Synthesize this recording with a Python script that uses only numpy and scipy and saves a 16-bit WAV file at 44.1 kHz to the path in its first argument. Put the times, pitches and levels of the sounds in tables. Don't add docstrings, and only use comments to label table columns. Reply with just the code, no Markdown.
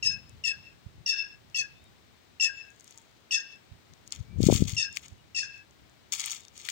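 import sys
import numpy as np
from scipy import signal
from scipy.fft import rfft, irfft, next_fast_len
from scipy.io import wavfile
from scipy.ndimage import uniform_filter1d, map_coordinates

SR = 44100
rng = np.random.default_rng(int(sys.argv[2]) if len(sys.argv) > 2 else 0)


def how_loud(loudness_db):
    steps = np.asarray(loudness_db, float) / 20
    return 10 ** steps


def file_out(sig):
    cols = np.atleast_2d(sig).T
    lim = np.clip(cols, -1, 1)
    pcm = np.round(lim * 32767).astype(np.int16)
    wavfile.write(sys.argv[1], SR, pcm)


N = 295911

# pitch_hz, level_db [dB per Hz]
AIR_COLOUR = [(35, -26), (60, 0.5), (134, -2), (298, -3), (386, -4), (525, -8), (680, -7.5), (903, -9.5),
              (1450, -11), (2320, -12.5), (2610, -14), (3990, -12.5), (13000, -36), (15300, -19),
              (16800, -46)]
# pitch_hz, left_minus_right_db
LEFT_LEAN = [(60, -3), (110, -0.5), (200, 4), (380, 2.5), (700, 4), (1290, 3.5), (2380, 10), (4400, 4.5),
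             (8120, 15.5), (15000, -5)]
# time_s, level_db
BREEZE = [(0.0, -59.5), (.45, -61), (1.1, -65.5), (1.79, -62), (2.1, -69.5), (3.42, -75), (4.1, -63.5),
          (4.27, -59), (4.39, -30), (4.62, -32.5), (4.68, -41.5), (4.8, -50.5), (4.99, -66.5), (5.4, -62),
          (6.04, -71), (6.71, -67)]
# pitch_hz, level_db [dB per Hz]
BUFFET_COLOUR = [(15, -56.5), (30, -12), (60, -0.5), (95, -0.5), (140, -3.5), (220, -15), (400, -27.5),
                 (700, -45.5), (1300, -120)]
# centre_s, level_db, length_s, left_minus_right_db
PUFFS = [
    (0.129, -47, 0.078, 23.5),
    (.35, -50, 0.0435, 15),
    (.88, -56, 0.025, -23),
    (.99, -53, 0.031, 10.5),
    (3.74, -57.5, 0.045, -19),
    (3.926, -60, 0.034, 7),
    (4.203, -46, 0.032, 11),
    (5.11, -59.5, 0.056, -7),
    (5.853, -60.5, 0.028, 0),
]
# centre_s, peak_db, swing_hz, swings [count], sharpness_hz
LEFT_THUMPS = [(4.208, -18.5, 91, 1.32, 199), (4.36, -17, 78, 0.88, 300), (4.405, -5.5, 184, 0.57, 530),
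               (4.438, -4, 131.4, 0.44, 606), (4.468, -3.5, 173, 1.79, 400), (4.4886, 8.5, 347, 1.94, 1030),
               (4.5, -6.5, 570, 1.51, 1026), (4.5072, -7, 144.8, 0.68, 508), (4.5262, 0, 172, 0.44, 1210),
               (4.535, -11.5, 110, 1.21, 297), (4.5536, -9, 120, 1, 400), (4.6067, -10.5, 134, 0.59, 350),
               (4.623, -0.5, 141.5, 0.577, 514), (4.655, -18, 112, 0.9, 350),
               (4.733, -18.5, 98, 1.7, 243.5)]
# centre_s, peak_db, swing_hz, swings [count], sharpness_hz
RIGHT_THUMPS = [
    (0.866, -24.5, 93.6, 1, 248),
    (3.72, -32, 80, 1.5, 249),
    (5.125, -30, 86, 1.5, 249),
]
# peak_s, level_db, rise_s [per 20 dB], fall_s [per 20 dB], tilt [dB per octave]
STIRS = [(2.900, -67.5, .3, 0.28, 2), (4.075, -61.5, 0.02, 0, 5), (4.124, -50.5, 0.01, 0.0854, -2),
         (4.432, -46, 0.033, 0.06, 4), (4.465, -39, 0.0434, 0.0364, 5), (4.514, -42, 0.04, 0.14, 3.5),
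         (4.540, -36.5, 0.04, 0.09, 5), (4.684, -42.5, 0.0228, 0.1067, 3.5), (4.97, -46.5, 0.03, 0.0243, 3),
         (5.045, -59, 0.1, 0.09, 0), (6.125, -33, .005, 0.06, 4), (6.195, -39.5, 0.0238, 0.12, 1.5),
         (6.255, -43, 0.0752, 0.1, -1.5), (6.318, -42.5, .04, 0.09, 2), (6.574, -57, 0.04, 0.6, 2),
         (6.652, -52, 0.0151, 0.6, -2), (6.690, -44, .006, .06, 3)]
# pitch_hz, level_db [dB per Hz]
LITTER_COLOUR = [(470, -50.5), (800, -15), (1260, -4), (1690, -2), (3520, -3), (5210, -7.5), (6710, 1.5),
                 (10200, -24), (13300, -25), (15100, -18.5), (15900, -9), (16500, -50.5)]
# start_s,
# peak_db, centre_hz
TWIG_SNAPS = [(0.2942, -39, 9200), (1.4988, -47, 7230), (1.8401, -44.5, 9510), (2.7032, -42, 8070),
              (2.761, -47, 8050), (2.7979, -37.5, 7310), (2.843, -37.5, 9110), (2.8775, -35, 6000),
              (2.9085, -33.5, 8100), (2.9238, -39, 4500), (2.9757, -30.5, 6600), (2.9832, -35.5, 7300),
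              (3.5197, -42.5, 4340), (3.5599, -48.5, 6010), (3.7245, -46, 3730), (3.936, -37.5, 5160),
              (4.9269, -29.5, 7220), (5.5776, -42.5, 5410), (5.709, -44, 6200), (5.896, -45.5, 6540),
              (6.4502, -31.5, 4440), (6.4821, -34, 4330),
              (4.0757, -28.5, 6900), (4.1068, -34.5, 5140), (4.122, -15.5, 5760), (4.4298, -16, 6300),
         (4.453, -19.5, 7227), (4.4658, -15, 6000), (4.514, -17, 6100), (4.5355, -15, 6880),
         (4.5603, -15, 5200), (4.6387, -34, 8000), (4.6815, -23.5, 6880), (4.6948, -18.5, 6750),
         (4.735, -26.5, 4750), (4.97, -24, 7600), (4.9701, -15, 2650), (6.122, -15, 5630),
         (6.196, -16, 5850), (6.2136, -25.5, 5990), (6.2397, -22.5, 3000), (6.251, -19, 6210),
         (6.2978, -21.5, 6800), (6.3067, -9, 7540), (6.315, -15.5, 7160), (6.3203, -15, 8250),
         (6.3471, -21.5, 7900), (6.5775, -24, 6450), (6.615, -29, 5680), (6.651, -24, 6430),
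         (6.687, -15, 2380), (6.7001, -20, 6090)]
# start_s, length_s, first_hz, last_hz, level_db
WHISTLES = [
    (1.725, .19, 3440, 3740, -70),
    (6.400, .105, 3620, 3700, -66),
    (4.240, .14, 2200, 2350, -71),
    (2.940, .095, 915, 905, -74),
    (2.420, .05, 910, 890, -70),
    (5.160, .06, 3100, 2850, -72),
]
# start_s, length_s, level_db, settled_upper_hz, octave_overtone_db
CALLS = [
    (0.025, 0.074, -33, 2610, 5),
    (0.437, 0.08, -32, 2625, 0.03),
    (1.060, 0.071, -29.5, 2645, 4),
    (1.544, 0.079, -29.5, 2595, -4.5),
    (2.397, 0.083, -28.5, 2630, 1.5),
    (3.308, .066, -27.5, 2630, 2),
    (4.765, 0.066, -29, 2645, -0.5),
    (5.346, 0.077, -31, 2615, -4),
]
# share_of_length, upper_db, lower_pitch_ratio, lower_db, mixing_db
CALL_SHAPE = [
    (0, 2.5, 1.23, -23.5, -12.5),
    (.12, -0.2, 1.2, -14.5, -4),
    (.3, -0.7, 1.14, -13, 4),
    (.6, -0.5, 1.12, -8.5, 3.5),
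    (.93, -4.5, 1.1, -9, -5),
    (1, -6, 1.005, -5.5, -18.5),
    (1.25, -44, 1.0, 4, -13),
    (1.45, -62, 1.037, -30, -9),
]
MIXED_TONES = dict(zip([(3, 0), (4, 0), (5, 0), (1, 1), (2, 1), (3, 1), (4, 1), (0, 2), (1, 2), (2, 2),
               (3, 2), (2, -1), (3, -1), (4, -1), (5, -1), (1, 3), (-1, 3)],
               [-21, -34, -46, -12, -18, -38, -46, -21, -12, -30, -36, -18, -19, -30, -34, -25, -26]))
# pitch_hz, level_db [dB per Hz]
RASP_COLOUR = [(1200, -31.5), (2300, 2.5), (3500, -8), (5500, 18), (7500, 10), (9500, -46), (11500, -52),
               (14000, -28.5), (16200, -59.5)]
# pitch_hz, t60_s
ECHO_DECAY = [(1000, 0.3), (2600, 0.28), (5000, 0.22), (9000, 0.14)]


def unit(x):
    return x / np.sqrt(np.mean(x ** 2) + 1e-20)


def along(points, hz):
    f, v = np.transpose(points)
    return np.interp(np.log(hz + 1), np.log(f + 1), v)


def curves(rows, t):
    s, *cols = np.transpose(rows)
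    return [np.interp(t, s, c) for c in cols]


def wobble(rate, size=N):
    knots = rng.standard_normal(int(size * rate / SR) + 4)
    return map_coordinates(knots, [np.arange(size) * rate / SR])


def filtered(x, response):
    m = next_fast_len(N + SR // 4)
    return irfft(rfft(x, m) * response(np.fft.rfftfreq(m, 1 / SR)), m)[..., :N]


def add(track, s, sound):
    part = track[:, round(s * SR):][:, :sound.shape[1]]
    part += sound[:, :part.shape[1]]


def air():
    hush = unit(filtered(rng.standard_normal((2, N)), lambda hz: how_loud(along(AIR_COLOUR, hz))))
    drift = how_loud(3 + 0.5 * wobble(2))

    def lean(hz):
        half_db = along(LEFT_LEAN, hz) / 2
        return how_loud([half_db, -half_db])

    return how_loud(-64.2549) * drift * filtered(hush, lean)


def thump(hz, swings, sharp_hz):
    t = np.arange(-SR // 20, SR // 20) / SR
    fade = np.exp(-np.abs(t) * hz * np.where(t < 0, 4.5, 3.2) / swings)
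    push = np.cos(2 * np.pi * hz * t + 0.21) * fade
    f = np.fft.rfftfreq(len(t), 1 / SR)
    push = irfft(rfft(push) * np.exp(-(f / sharp_hz) ** 2), len(t))
    return push / np.abs(push).max()


def wind():
    t = np.arange(N) / SR
    calm_db, loudest_db = -61, -0.5
    db, = curves(BREEZE, t)
    pan_db = 1.1 * np.maximum(db - calm_db, 0)

    def share(left_db):
        return 2 * how_loud([0 * left_db, -left_db]) / np.sqrt(1 + how_loud(-2 * left_db))

    rumble = filtered(rng.standard_normal((2, N)), lambda hz: how_loud(along(BUFFET_COLOUR, hz)))
    rumble = unit(rumble * how_loud(3.35 * np.array([wobble(22), wobble(22)])))
    strength = how_loud(db) * share(pan_db)
    for s, level_db, length, left_db in PUFFS:
        strength += how_loud(level_db) * share(left_db)[:, None] * np.exp(-((t - s) / length) ** 2)
    out = how_loud(1) * strength * rumble
    for s, peak_db, *form in LEFT_THUMPS:
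        add(out, s - 1 / 20, how_loud(min(peak_db, loudest_db) - np.array([[0], [32]])) * thump(*form))
    for s, peak_db, *form in RIGHT_THUMPS:
        add(out, s - 1 / 20, how_loud([[peak_db - 38], [peak_db]]) * thump(*form))
    return filtered(out, lambda hz: (1j * hz / 55) ** 2 / (1 + 1j * hz / 55) ** 2)


def stirring(t):
    s, db, rise, fall, tilt = np.transpose(STIRS)[:, :, None]
    away = np.where(t < s, (s - t) / rise, (t - s) / fall)
    power = how_loud(2 * np.maximum(db - 20 * away, -150)) + 1e-20
    total = power.sum(axis=0)
    return 10 * np.log10(total), (power * tilt).sum(axis=0) / total


def pair(x, left_db, lag_s):
    def response(hz):
        half_db = left_db(hz) / 2
        return how_loud([half_db, -half_db]) * np.exp(-2j * np.pi * hz * [[lag_s / 2], [-lag_s / 2]])

    return filtered(np.array([x, x]), response)


def leaves():
    hiss_db = 4
    db, tilt = stirring(np.arange(N) / SR)
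    hits = rng.random((3, N)) < 1800 / SR
    strength = how_loud(4.6 * rng.exponential(size=(3, N)).clip(0, 2.2))
    cracks = hits * rng.standard_normal((3, N)) * strength
    grain = unit(cracks + 0.6 * cracks.sum(axis=0)) * how_loud(2.5 * wobble(150))
    grain += 0.45 * rng.standard_normal((3, N))

    def below(hz, edge_hz):
        return 1 / (1 + (hz / edge_hz) ** 4)

    def thirds(hz):
        bands = [below(hz, 4500), below(hz, 9300) - below(hz, 2833), 1 - below(hz, 6900)]
        return how_loud(along(LITTER_COLOUR, hz)) * bands

    dull, middle, bright = filtered(grain, thirds)
    gain = uniform_filter1d(how_loud(db + hiss_db), size=64) / np.std(dull + middle + bright)
    near = gain * (how_loud(-tilt) * dull + middle + how_loud(1.12 * tilt) * bright)
    tail = how_loud(-60 * np.arange(2000) / SR / 0.027) * rng.standard_normal((2, 2000))
    scattered = signal.fftconvolve(near[None], tail, axes=1)[:, :N]
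    scattered = how_loud(-5.5) * unit(scattered) * np.std(near) * how_loud([[3], [-3]])
    return pair(near, lambda hz: along(LEFT_LEAN, hz), lag_s=0.000912) + scattered


def crackle(count):
    above_leaves_db, spread_db, centre_hz = 14, 5, 6000
    when, size, pitch = rng.random((count, 3)).T
    s = 0.01 + when * (N / SR - 0.02)
    db = stirring(s)[0] + above_leaves_db - spread_db * np.log(1 - size)
    hz = centre_hz * how_loud(9 * (pitch - 0.5))
    return [row for row in zip(s, db, hz) if row[1] > -60]


def twigs():
    left_db, edge_db, edge_top_hz = 11, -22, 11000
    out, t = np.zeros((2, N)), np.arange(SR // 25) / SR
    f = np.fft.rfftfreq(len(t), 1 / SR)
    edge = how_loud(edge_db) * f ** 2 / (f ** 2 + 2500 ** 2) / (1 + (f / edge_top_hz) ** 4) * (f < 16200)
    fade = (how_loud(-60 * (t - 0.001) / 0.0025) + 0.08 * how_loud(-60 * t / 0.025)) * (t > 0.001)
    for s, db, hz in TWIG_SNAPS + crackle(count=900):
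        pan_db = rng.normal(left_db, 3.7)
        crack = rng.standard_normal(len(t)) * fade
        body = how_loud(0.63 * along(LITTER_COLOUR, f) - 15.3 * np.log2((f + 1) / hz) ** 2)
        crack = irfft(rfft(crack) * (body + edge), len(t))
        snap = how_loud(min(db, -15) - 4.5) * crack / np.abs(crack).max()
        ears = np.array([np.pad(snap, (40, 0))[:len(t)], snap])
        add(out, s - 0.001, ears * how_loud([[pan_db / 2], [-pan_db / 2]]))
    return out


def far_birds():
    out = np.zeros((2, N))
    for s, length, first_hz, last_hz, db in WHISTLES:
        u = np.arange(0, 1, 1 / SR / length)
        hz = last_hz + (first_hz - last_hz) * np.exp(-u / 0.35)
        hz *= 1 + 0.008 * wobble(146, size=len(u))
        tone = np.sin(2 * np.pi * np.cumsum(hz) / SR) * signal.windows.tukey(len(u), 0.5)
        shimmer_db = 3.5 * np.array([wobble(35.3, size=len(u)) for ear in "LR"])
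        add(out, s, how_loud(db + 4 + shimmer_db) * tone * how_loud([[3], [-3]]))
    return out


def echoes(x, gap_s, lumpy_db):
    trees_db, trees_s, trees_spread_s = -9, 0.19, 0.07
    hz, t, z = signal.stft(rng.standard_normal((2, SR // 2)), SR, nperseg=256)
    fading_db = -60 * t / along(ECHO_DECAY, hz)[:, None]
    trees = how_loud(trees_db + fading_db / 1.8) * np.exp(-((t - trees_s) / trees_spread_s) ** 2)
    tail = signal.istft(z * (how_loud(fading_db) + trees), SR, nperseg=256)[1]
    size = tail.shape[1]
    tail = tail * (1 - np.exp(-np.arange(size) / SR / gap_s)) * how_loud(lumpy_db * wobble(32.4, size=size))
    return signal.fftconvolve(x[None], tail / np.linalg.norm(tail[0]), axes=1)


def jay():
    lower_hz, closing_db, rasp_db = 1632, -14, -16.5
    onset_s, onset_lift_hz, onset_db = 0.027, 125, -2.5
    turns_away_s, turned_top_hz, turned_rasp_db = 4.5, 10300, 6
    out, t = np.zeros((2, N)), np.arange(SR // 5) / SR
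    size = len(t)
    f = np.fft.rfftfreq(size, 1 / SR)

    def flutter():
        return how_loud(3.5 * wobble(240, size=size) + 2.5 * wobble(80, size=size))

    def phase(hz):
        return 2 * np.pi * np.cumsum(hz) / SR

    for s, length, level_db, settled_hz, octave_db in CALLS:
        turned = s > turns_away_s
        up_db, low, low_db, mix_db = curves(CALL_SHAPE, t / length)
        settling = np.exp(-t / onset_s)
        effort_db = level_db + onset_db * settling
        upper_hz = settled_hz + onset_lift_hz * (settling - 1 / 10)
        a = phase(upper_hz * (1 + 0.025 * np.exp(-t / 0.004) + 0.0077 * wobble(408, size=size)))
        b = phase(lower_hz * low * (1 + 0.016 * wobble(395.4, size=size)))
        mixed = 0
        for (m, n), db in MIXED_TONES.items():
            mixed = mixed + how_loud(db + rng.normal(0, 2.85)) * flutter() * np.sin(m * a + n * b)
        rasp = unit(irfft(rfft(rng.standard_normal(size)) * how_loud(along(RASP_COLOUR, f)), size))
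        rough = mixed + how_loud(rasp_db + turned_rasp_db * turned) * flutter() * rasp
        upper = flutter() * np.sin(a) + how_loud(octave_db) * flutter() * np.sin(2 * a) + how_loud(mix_db) * rough
        lower = flutter() * np.sin(b)
        voice = how_loud(effort_db + up_db - 3) * upper + how_loud(low_db + level_db + closing_db) * lower
        voice *= np.sin(np.pi / 2 * np.clip(t / 0.002, 0, 1)) ** 2 * (t < 1.45 * length)
        if turned:
            voice = irfft(rfft(voice) / (1 + (f / turned_top_hz) ** 20), size)
        near = np.array([np.pad(voice, (46, 0))[:size], voice])
        add(out, s, near * how_loud([[0.1], [-2]]))
        add(out, s, how_loud(-3.5) * echoes(voice, gap_s=0.00109, lumpy_db=4))
    return out * how_loud([[6], [-1]])


def scene():
    return air() + wind() + leaves() + twigs() + far_birds() + jay()


def low_pass(x):
    return signal.sosfilt(signal.butter(12, 17120, fs=SR, output="sos"), x)


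def record(dry):
    return low_pass(dry)


dry = scene()
out = record(dry)
file_out(out)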